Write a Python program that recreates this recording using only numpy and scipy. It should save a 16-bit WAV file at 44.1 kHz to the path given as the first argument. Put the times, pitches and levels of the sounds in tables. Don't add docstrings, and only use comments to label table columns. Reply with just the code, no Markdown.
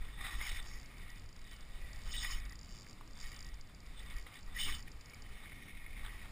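import sys
import numpy as np
from scipy import signal
from scipy.fft import rfft, irfft, next_fast_len
from scipy.io import wavfile
from scipy.ndimage import map_coordinates

SR = 44100
rng = np.random.default_rng(int(sys.argv[2]) if len(sys.argv) > 2 else 0)


def how_loud(loudness_db):
    steps = np.asarray(loudness_db, float) / 20
    return 10 ** steps


def generate_wav(sig):
    pcm = np.round(np.clip(np.atleast_2d(sig).T, -1, 1) * 32767).astype(np.int16)
    wavfile.write(sys.argv[1], SR, pcm)


N = 278271
SLOW_RATE_HZ, HOLD_STEPS, TOP_HZ = 12000, 4, 15300
HISS_DB = -65
STRIKE_S = np.arange(1500) / SR

# start in seconds, peak level in dB.
TICKS = [(0.2135, -59), (0.3131, -50), (0.6263, -51), (0.6417, -58), (0.652, -65), (0.6579, -56),
         (0.6645, -58), (0.6713, -52), (0.677, -55), (0.6836, -51), (0.6901, -54), (0.6963, -60),
         (0.7026, -63), (0.709, -62), (0.7293, -63), (0.7351, -57), (0.7414, -56), (0.7483, -57),
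         (0.7755, -62), (0.7862, -55), (0.7987, -50.5), (0.8126, -54), (0.83, -54), (0.859, -53),
         (0.982, -56), (1.0183, -64), (1.0297, -65), (1.1015, -51), (1.1583, -56), (1.174, -61),
         (1.1811, -56), (1.196, -55), (1.2202, -64), (1.2402, -62), (1.2601, -58), (1.2901, -54),
         (1.328, -54), (1.3629, -53), (1.3914, -55.5), (1.4155, -56), (1.4424, -58), (1.4745, -57),
         (1.4944, -64), (1.5049, -64), (1.5121, -53), (1.5307, -59), (1.5382, -61), (1.5641, -54),
         (1.6077, -53), (1.615, -64), (1.6503, -64), (1.7063, -68), (1.814, -61), (1.8626, -67),
         (1.8731, -65), (1.8919, -66), (1.906, -66), (1.9314, -48.5), (1.9608, -52), (1.9776, -64),
         (1.9902, -57), (2.0076, -63), (2.0173, -54), (2.0358, -54), (2.0475, -55), (2.0565, -54),
         (2.063, -56), (2.0691, -58), (2.0759, -55), (2.4, -52), (2.4527, -51), (2.4956, -49), (2.523, -49),
         (2.5555, -49.5), (2.5905, -48), (2.613, -49.5), (2.631, -51), (2.646, -52.5), (2.6588, -55),
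         (2.6702, -61), (2.6833, -60), (2.6915, -53), (2.6992, -55), (2.708, -52), (2.7152, -53),
         (2.7235, -50), (2.7316, -54), (2.74, -56), (2.7488, -54), (2.758, -51), (2.7675, -50),
         (2.777, -55), (2.7866, -49), (2.798, -52), (2.809, -50), (2.8198, -51), (2.8302, -52),
         (2.8446, -58), (2.8633, -56.5), (2.8757, -57), (2.8862, -54), (2.896, -50), (2.91, -51),
         (2.9298, -52), (3.0763, -54.5), (3.1095, -56), (3.133, -55), (3.1544, -56), (3.1736, -52),
         (3.1885, -51), (3.2014, -46), (3.2119, -45), (3.2208, -62.5), (3.2289, -49), (3.2365, -56),
         (3.2432, -55), (3.2499, -58), (3.262, -62), (3.2686, -50), (3.2755, -51), (3.2827, -52),
         (3.291, -52), (3.2993, -54), (3.3091, -57), (3.3174, -50), (3.328, -53), (3.3436, -50),
         (3.3637, -48), (3.3905, -47), (3.4062, -45), (3.4268, -47.5), (3.446, -49), (3.4655, -51),
         (3.4767, -61), (3.4887, -51.5), (3.5418, -51.5), (3.6109, -49), (3.6723, -59), (3.7474, -54.5),
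         (3.8037, -54.5), (3.8636, -57), (3.995, -56.5), (4.031, -58), (4.0613, -58), (4.101, -55),
         (4.14, -58), (4.1649, -53), (4.1707, -62), (4.1838, -52), (4.1972, -54), (4.2121, -55),
         (4.2251, -55), (4.2393, -61), (4.2452, -66), (4.2766, -64), (4.341, -56), (4.3491, -63),
         (4.3572, -63), (4.3685, -61), (4.3903, -57), (4.4086, -57), (4.4295, -53), (4.4627, -59),
         (4.5437, -61), (4.7481, -46.5), (4.756, -51), (4.7838, -53), (4.7936, -51), (4.804, -50),
         (4.8257, -49), (4.8819, -58), (4.917, -50), (5.0107, -51), (5.0582, -50), (5.0977, -50.5),
         (5.1356, -64), (5.145, -49.5), (5.2215, -48.5)]
# time in seconds, level in dB.
WHIRR = [
    [(0.19, -79), (0.198, -87), (0.212, -67.5), (0.364, -65.5), (0.496, -54), (0.504, -60), (0.574, -58),
     (0.616, -84.5), (0.63, -64)],
    [(0.64, -78), (0.668, -65), (0.758, -67), (0.764, -75), (0.78, -66)],
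    [(2.07, -70.5), (2.13, -50), (2.14, -60), (2.192, -51.5), (2.306, -56), (2.314, -46.5), (2.404, -71),
     (2.41, -83)],
    [(3.19, -78), (3.222, -59), (3.26, -67), (3.268, -74), (3.33, -75)],
    [(4.54, -74), (4.564, -56), (4.58, -58.5), (4.618, -49), (4.626, -59), (4.644, -51.5), (4.79, -64.5)],
]
# time in seconds, level in dB.
GUIDES = [(5.3, -93.5), (5.312, -101.5), (5.33, -86), (5.652, -72), (5.768, -85), (5.8, -90)]
# time in seconds, effort in dB, then low body, squeal and upper modes
# in dB against effort, centre of the main band in Hz.
RUB = [(0.0, -57, -13, -16, -9, 2120), (0.16, -62.5, -5, -11, -4, 1960),
       (0.24, -42.5, -6.5, -29, -10, 1910), (0.39, -56, -4.5, -7, -3.5, 2000),
       (0.42, -46.5, -6, -16, -12, 2080), (0.44, -51.5, -5, -3.5, -4.5, 2110),
       (0.51, -47, -13, -8, -1, 1980), (0.56, -50.5, -12.5, -10, -9, 1960), (0.6, -49, -10, -17, -8, 1900),
       (0.61, -59, -4.5, -12, -5.5, 1900), (0.88, -64.5, -8.5, -12, -9.5, 2110),
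       (1.16, -59, -8.5, -11, -8.5, 2130), (1.32, -75.5, -1, -9, -10, 2070),
       (1.53, -58, -14, -8, 1.5, 1970), (1.56, -66.5, -4, 2, -3, 2120), (1.69, -68.5, -5, -14, -7, 1980),
       (1.76, -62.5, -7, -4, -4.5, 2010), (1.83, -59, -18, -19, -12.5, 1980),
       (2.05, -63.5, -4, -6, -3, 1940), (2.11, -53, -6.5, -2.5, -17, 2050), (2.13, -61, 3, -4, 14, 1990),
       (2.14, -43, -24, 0, -12, 1950), (2.18, -55.5, -8, -4, 12.5, 2070), (2.23, -49.5, -10, 0, -2, 1970),
       (2.25, -43.5, -14, -23, -6.5, 1930), (2.28, -49, -18, -4, -1, 1900), (2.3, -46, -8, -15, -11, 1920),
       (2.34, -50.5, -10, -1, -5, 1990), (2.39, -54, -13, -19, -12, 2020),
       (2.53, -59.5, -6, -24.5, -20, 1900), (2.56, -74.5, 4, -6, 0, 2040), (2.71, -68.5, -2, -3, -2, 2150),
       (3.13, -76, 0, -7, -2.5, 2040), (3.22, -56, -8.5, -8.5, -8.5, 1970), (3.8, -76.5, -3, -11, -2, 2100),
       (3.95, -61, -10, -14, -7, 2060), (3.99, -62, -3, -7, 5.5, 2180), (4.04, -53.5, -19, -19, -18, 2250),
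       (4.06, -60, -4.5, -9, -3.5, 2130), (4.18, -56, -11, -16, -11.5, 2010), (4.24, -72, -5, -6, -6, 1950),
       (4.27, -63, 3, -20.5, -5, 1960), (4.31, -62.5, -0.5, -11, -12, 2200),
       (4.36, -53, -12, -15, -9.5, 2310), (4.44, -79, -3, -6, -8, 2030), (4.48, -59.5, -3, -17, -12, 2040),
       (4.53, -66.5, 2, -8, -3.5, 1960), (4.57, -49, -10, -13, -8, 1940), (4.59, -46, -15, -1, -7, 2010),
       (4.6, -50.5, -7, 11.5, 6.5, 1970), (4.66, -49.5, -18, 9, 2, 2000), (4.69, -42.5, -6, -7, -11, 1970),
       (4.71, -42.5, -15, -14, -8, 1920), (4.75, -50, -8, 2, -7, 1880), (4.85, -74.5, 0, -10, -17, 2030),
       (4.88, -54, -24.5, -15, -2, 2280), (4.9, -71, -1, -10, -7, 2120), (5.06, -67.5, -4, -9, -13, 1900),
       (5.13, -63, -4, -11, -11, 2260), (5.2, -64, -6, -12, -19, 2170),
       (5.43, -58.5, -9.5, -9.5, -6.5, 2020), (5.9, -57.5, -17, -17.5, -12.5, 2320),
       (6.03, -57, -8, -14.5, -9, 2100), (6.06, -50.5, -7.5, -20.5, -13, 2070),
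       (6.13, -57.5, -11, -11, -15, 2010), (6.22, -54.5, -17, -16, -9.5, 1930),
       (6.31, -61.5, -10, -21, -12, 2020)]
# time in seconds, pitch in Hz, level in dB.
SQUEAKS = [
    [(.405, 2100, -70), (.42, 2200, -46), (.458, 2480, -39), (.48, 2000, -48), (.5, 1930, -67.5)],
    [(4.55, 1850, -65), (4.575, 2050, -49), (4.6, 3050, -54), (4.655, 3060, -50), (4.68, 2400, -49),
     (4.705, 1950, -50), (4.73, 1860, -70)],
]
# start in seconds, peak level in dB, pitch in Hz, t60 in seconds.
KNOCKS = [(0.086, -36.5, 1950, 0.0093), (0.413, -28.5, 2160, 0.021), (0.516, -29, 2180, 0.012),
          (2.867, -35, 2182, 0.0072), (3.01, -34.5, 1065, 0.0087), (4.265, -35, 2000, 0.014),
          (4.881, -38, 2260, 0.013), (5.134, -40.5, 2300, 0.032), (5.263, -43, 2000, 0.01716),
          (5.459, -37, 1750, 0.01), (5.52, -35, 1970, 0.011)]
# time in seconds, rumble in dB, slosh in dB.
WIND = [(0.0, -42, -63.5), (0.09, -45.5, -62), (0.12, -50, -64.5), (0.24, -40.5, -59), (0.28, -48, -59),
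        (0.35, -41.5, -60.5), (0.49, -41.5, -64), (0.56, -40, -63), (0.86, -46, -63.5), (0.91, -56, -67),
        (0.95, -49.5, -62), (1.26, -47.5, -63), (1.6, -52, -65), (1.65, -45, -62.5), (1.92, -43, -63.5),
        (2.07, -41.5, -59.5), (2.44, -38, -62), (2.65, -50.5, -61.5), (3.02, -52.5, -60.5),
        (3.25, -46, -64), (3.32, -48, -61), (3.46, -46.5, -63), (3.57, -45.5, -64), (3.67, -54.5, -64.5),
        (3.9, -48, -62.5), (4.11, -49, -61), (4.18, -40.5, -61.5), (4.32, -59, -63), (4.46, -44, -61.5),
        (4.6, -46.5, -61), (4.67, -40, -55.5), (4.8, -41.5, -62), (4.9, -51.5, -61), (4.97, -44, -64),
        (5.08, -54, -63.5), (5.33, -46, -62), (5.39, -51, -62), (5.66, -55, -58.5), (5.8, -51.5, -62.5),
        (6.01, -44, -61.5), (6.31, -49, -61)]

# centre in Hz, width in Hz, level in dB.
SPRING = [(4830, 166, -1.9), (5380, 290, -0.37)]
SPOOL = [(4420, 93, -5.5), (5130, 180, 1.5)]
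BODY = [(1178, 266, 4.5), (857, 230, -3.5)]
MAIN = [(1938, 173, 2), (2180, 275, 1), (2383, 220, -7.5)]
SQUEAL = [(3028, 120, -6), (2903, 57, -7.5)]
UPPER = [(3572, 190, -1.5), (3746, 173, -5.5)]

# frequency in Hz, density in dB per Hz.
BROAD = [(400, -32), (800, -4), (1500, -0.5), (2600, -7), (3900, -2), (4100, -17), (5900, -33)]
RUMBLE = [(3.5, -40), (6.0, -2), (16, 6), (26, 0.5), (49, -3), (81, -21.5), (110, -20), (140, -55),
          (240, -120)]
SLOSH = [(41, -33), (70, -2), (172, -11), (262, -13.5), (363, -21.5), (600, -30.5), (780, -31),
         (1320, -120)]
HISS = [(240, -16), (400, -1.5), (955, -3), (1210, -2.5), (1470, -6.5), (2230, -1), (2760, -7.5),
        (3660, -14), (4150, -11), (4910, -8), (5950, -13.5), (7740, -65), (13100, -120)]


def unit(x):
    return x / np.sqrt(np.mean(x ** 2) + 1e-20)


def curves(rows):
    time_s, *columns = np.transpose(rows)
    at_s = np.arange(N) / SR
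    lasts = time_s[-1] > 6
    return [np.interp(at_s, time_s, c, left=-120, right=c[-1] if lasts else -120) for c in columns]


def wobble(rate_hz):
    coarse = np.arange(0, N + 16, 16)
    knots = rng.standard_normal(int(N * rate_hz / SR) + 4)
    smooth = map_coordinates(knots, [coarse * rate_hz / SR])
    return np.interp(np.arange(N), coarse, smooth)


def filtered(x, response):
    size = next_fast_len(N + 8192)
    spectrum = rfft(x, size) * response(np.fft.rfftfreq(size, 1 / SR))
    return irfft(spectrum, size)[..., :N]


def coloured(points):
    hz, db = np.transpose(points)
    shape = lambda f: how_loud(np.interp(np.log(f + 1), np.log(hz + 1), db))
    return unit(filtered(rng.standard_normal(N), shape))


def mode(f, hz, width_hz):
    return 1j * f * width_hz / (hz * hz - f * f + 1j * f * width_hz)


def ring(x, modes, flicker_db, centre_hz=None):
    bank = lambda f: np.array([how_loud(db) * mode(f, hz, width_hz) ** 2 for hz, width_hz, db in modes])
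    total = np.zeros(N)
    for part, (hz, _, _) in zip(filtered(x, bank), modes):
        lead = 1 if centre_hz is None else how_loud(-5 * np.abs(centre_hz - hz) / 300)
        flare = how_loud(flicker_db * (wobble(35) + 0.76 * wobble(8)))
        total += lead * flare * part
    return unit(total)


def scrape(rough_db, clump_db):
    return rng.standard_normal(N) * how_loud(rough_db * wobble(300) + clump_db * wobble(40))


def drag_ticks():
    out = np.zeros(N + SR)
    attack = 1 - np.exp(-STRIKE_S / 0.0004)
    for start_s, peak_db in TICKS:
        pluck = np.zeros(len(STRIKE_S))
        for hz, width_hz, mode_db in SPRING:
            level_db = mode_db + 1.3 * rng.standard_normal()
            pitch_hz = hz * (1 + 0.008 * rng.standard_normal())
            decay = np.exp(-0.9 * np.pi * width_hz * STRIKE_S)
            pluck += how_loud(level_db) * np.sin(2 * np.pi * pitch_hz * STRIKE_S) * decay
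        pluck *= attack
        out[round(start_s * SR):][:len(STRIKE_S)] += how_loud(peak_db + 1.5) * pluck / np.abs(pluck).max()
    return out[:N]


def drag_whirr():
    level = sum(how_loud(curves(rows)[0]) for rows in WHIRR)
    friction = scrape(rough_db=3.0, clump_db=-1.0)
    return how_loud(0.5) * level * ring(friction, SPRING + SPOOL, flicker_db=1.0)


def line_in_guides():
    level_db, = curves(GUIDES)
    return how_loud(level_db) * ring(rng.standard_normal(N), [(5580, 220, 0)], flicker_db=1.5)


def rubbing():
    effort_db, body_db, squeal_db, upper_db, centre_hz = curves(RUB)
    contact = scrape(rough_db=2.5, clump_db=0.12)
    tones = ring(contact, MAIN, 1.75, centre_hz)
    tones += how_loud(body_db - 1.0) * ring(contact, BODY, flicker_db=1.4)
    tones += how_loud(squeal_db + 0.5) * ring(contact, SQUEAL, flicker_db=-0.2)
    tones += how_loud(upper_db) * ring(contact, UPPER, flicker_db=2.0)
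    hz, db = np.transpose(BROAD)
    shape = lambda f: how_loud(np.interp(f, hz, db, right=-120))
    broad = unit(filtered(scrape(rough_db=3.5, clump_db=4.5), shape))
    return how_loud(effort_db - 1.22) * (tones + how_loud(-1.0 + 0.61 * body_db) * broad)


def squeaks():
    slip = np.zeros(N)
    for rows in SQUEAKS:
        hz, db = curves(rows)
        phase = 2 * np.pi * np.cumsum(hz * (1 + 0.031 * wobble(150))) / SR
        slip += how_loud(db + 2.4 * wobble(100)) * np.sin(phase)

    def housing(f):
        modes = enumerate(MAIN + SQUEAL)
        return sum((-1) ** k * how_loud(db) * mode(f, hz, width_hz) for k, (hz, width_hz, db) in modes)

    return filtered(slip, housing)


def knocks():
    out = np.zeros(N + SR)
    attack = 1 - np.exp(-STRIKE_S / 0.00094)
    for start_s, peak_db, hz, t60_s in KNOCKS:
        tone = np.sin(2 * np.pi * hz * STRIKE_S) * how_loud(-60 * STRIKE_S / t60_s)
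        burst = 1.35 * rng.standard_normal(len(STRIKE_S)) * how_loud(-60 * STRIKE_S / 0.0065)
        out[round(start_s * SR):][:len(STRIKE_S)] += how_loud(peak_db + 0.5) * (tone + burst) * attack
    return filtered(out[:N], lambda f: 1 / (1 + (f / 2800) ** 4))


def wind():
    rumble_db, slosh_db = curves(WIND)
    rumble = how_loud(rumble_db) * unit(how_loud(1.3 * wobble(7)) * coloured(RUMBLE))
    slosh = how_loud(slosh_db + 2.5) * unit(how_loud(0.73 * wobble(15)) * coloured(SLOSH))
    hiss = how_loud(HISS_DB + 1.2 * wobble(2.97)) * coloured(HISS)
    return rumble + slosh + hiss


def scene():
    reel = drag_ticks() + drag_whirr() + line_in_guides()
    mono = reel + rubbing() + squeaks() + knocks() + wind()
    apart = how_loud(-78.5) * coloured([(80, -60), (200, -9), (500, -2.5), (2000, -4), (5000, -3), (6000, -44)])
    return np.array([mono + apart, mono - apart])


def low_pass(x):
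    return signal.sosfilt(signal.butter(12, 16170, fs=SR, output="sos"), x)


def record(dry):
    def lift(f):
        droop = np.sinc(np.minimum(f / SLOW_RATE_HZ, 0.5))
        return (f < SLOW_RATE_HZ / 2) / droop / (1 + (f / 5800) ** 30)

    x = filtered(dry, lift)
    bridge = np.linspace(x[:, -1], x[:, 0], 1470, axis=1)
    x = np.hstack([x, bridge])
    slow = signal.resample(x, x.shape[1] * SLOW_RATE_HZ // SR, axis=1)
    stepped = np.repeat(slow, HOLD_STEPS, axis=1)
    held = signal.resample(stepped, x.shape[1], axis=1)[:, :N]
    mix = filtered(held, lambda f: f < TOP_HZ)
    return low_pass(mix)


dry = scene()
out = record(dry)
generate_wav(out)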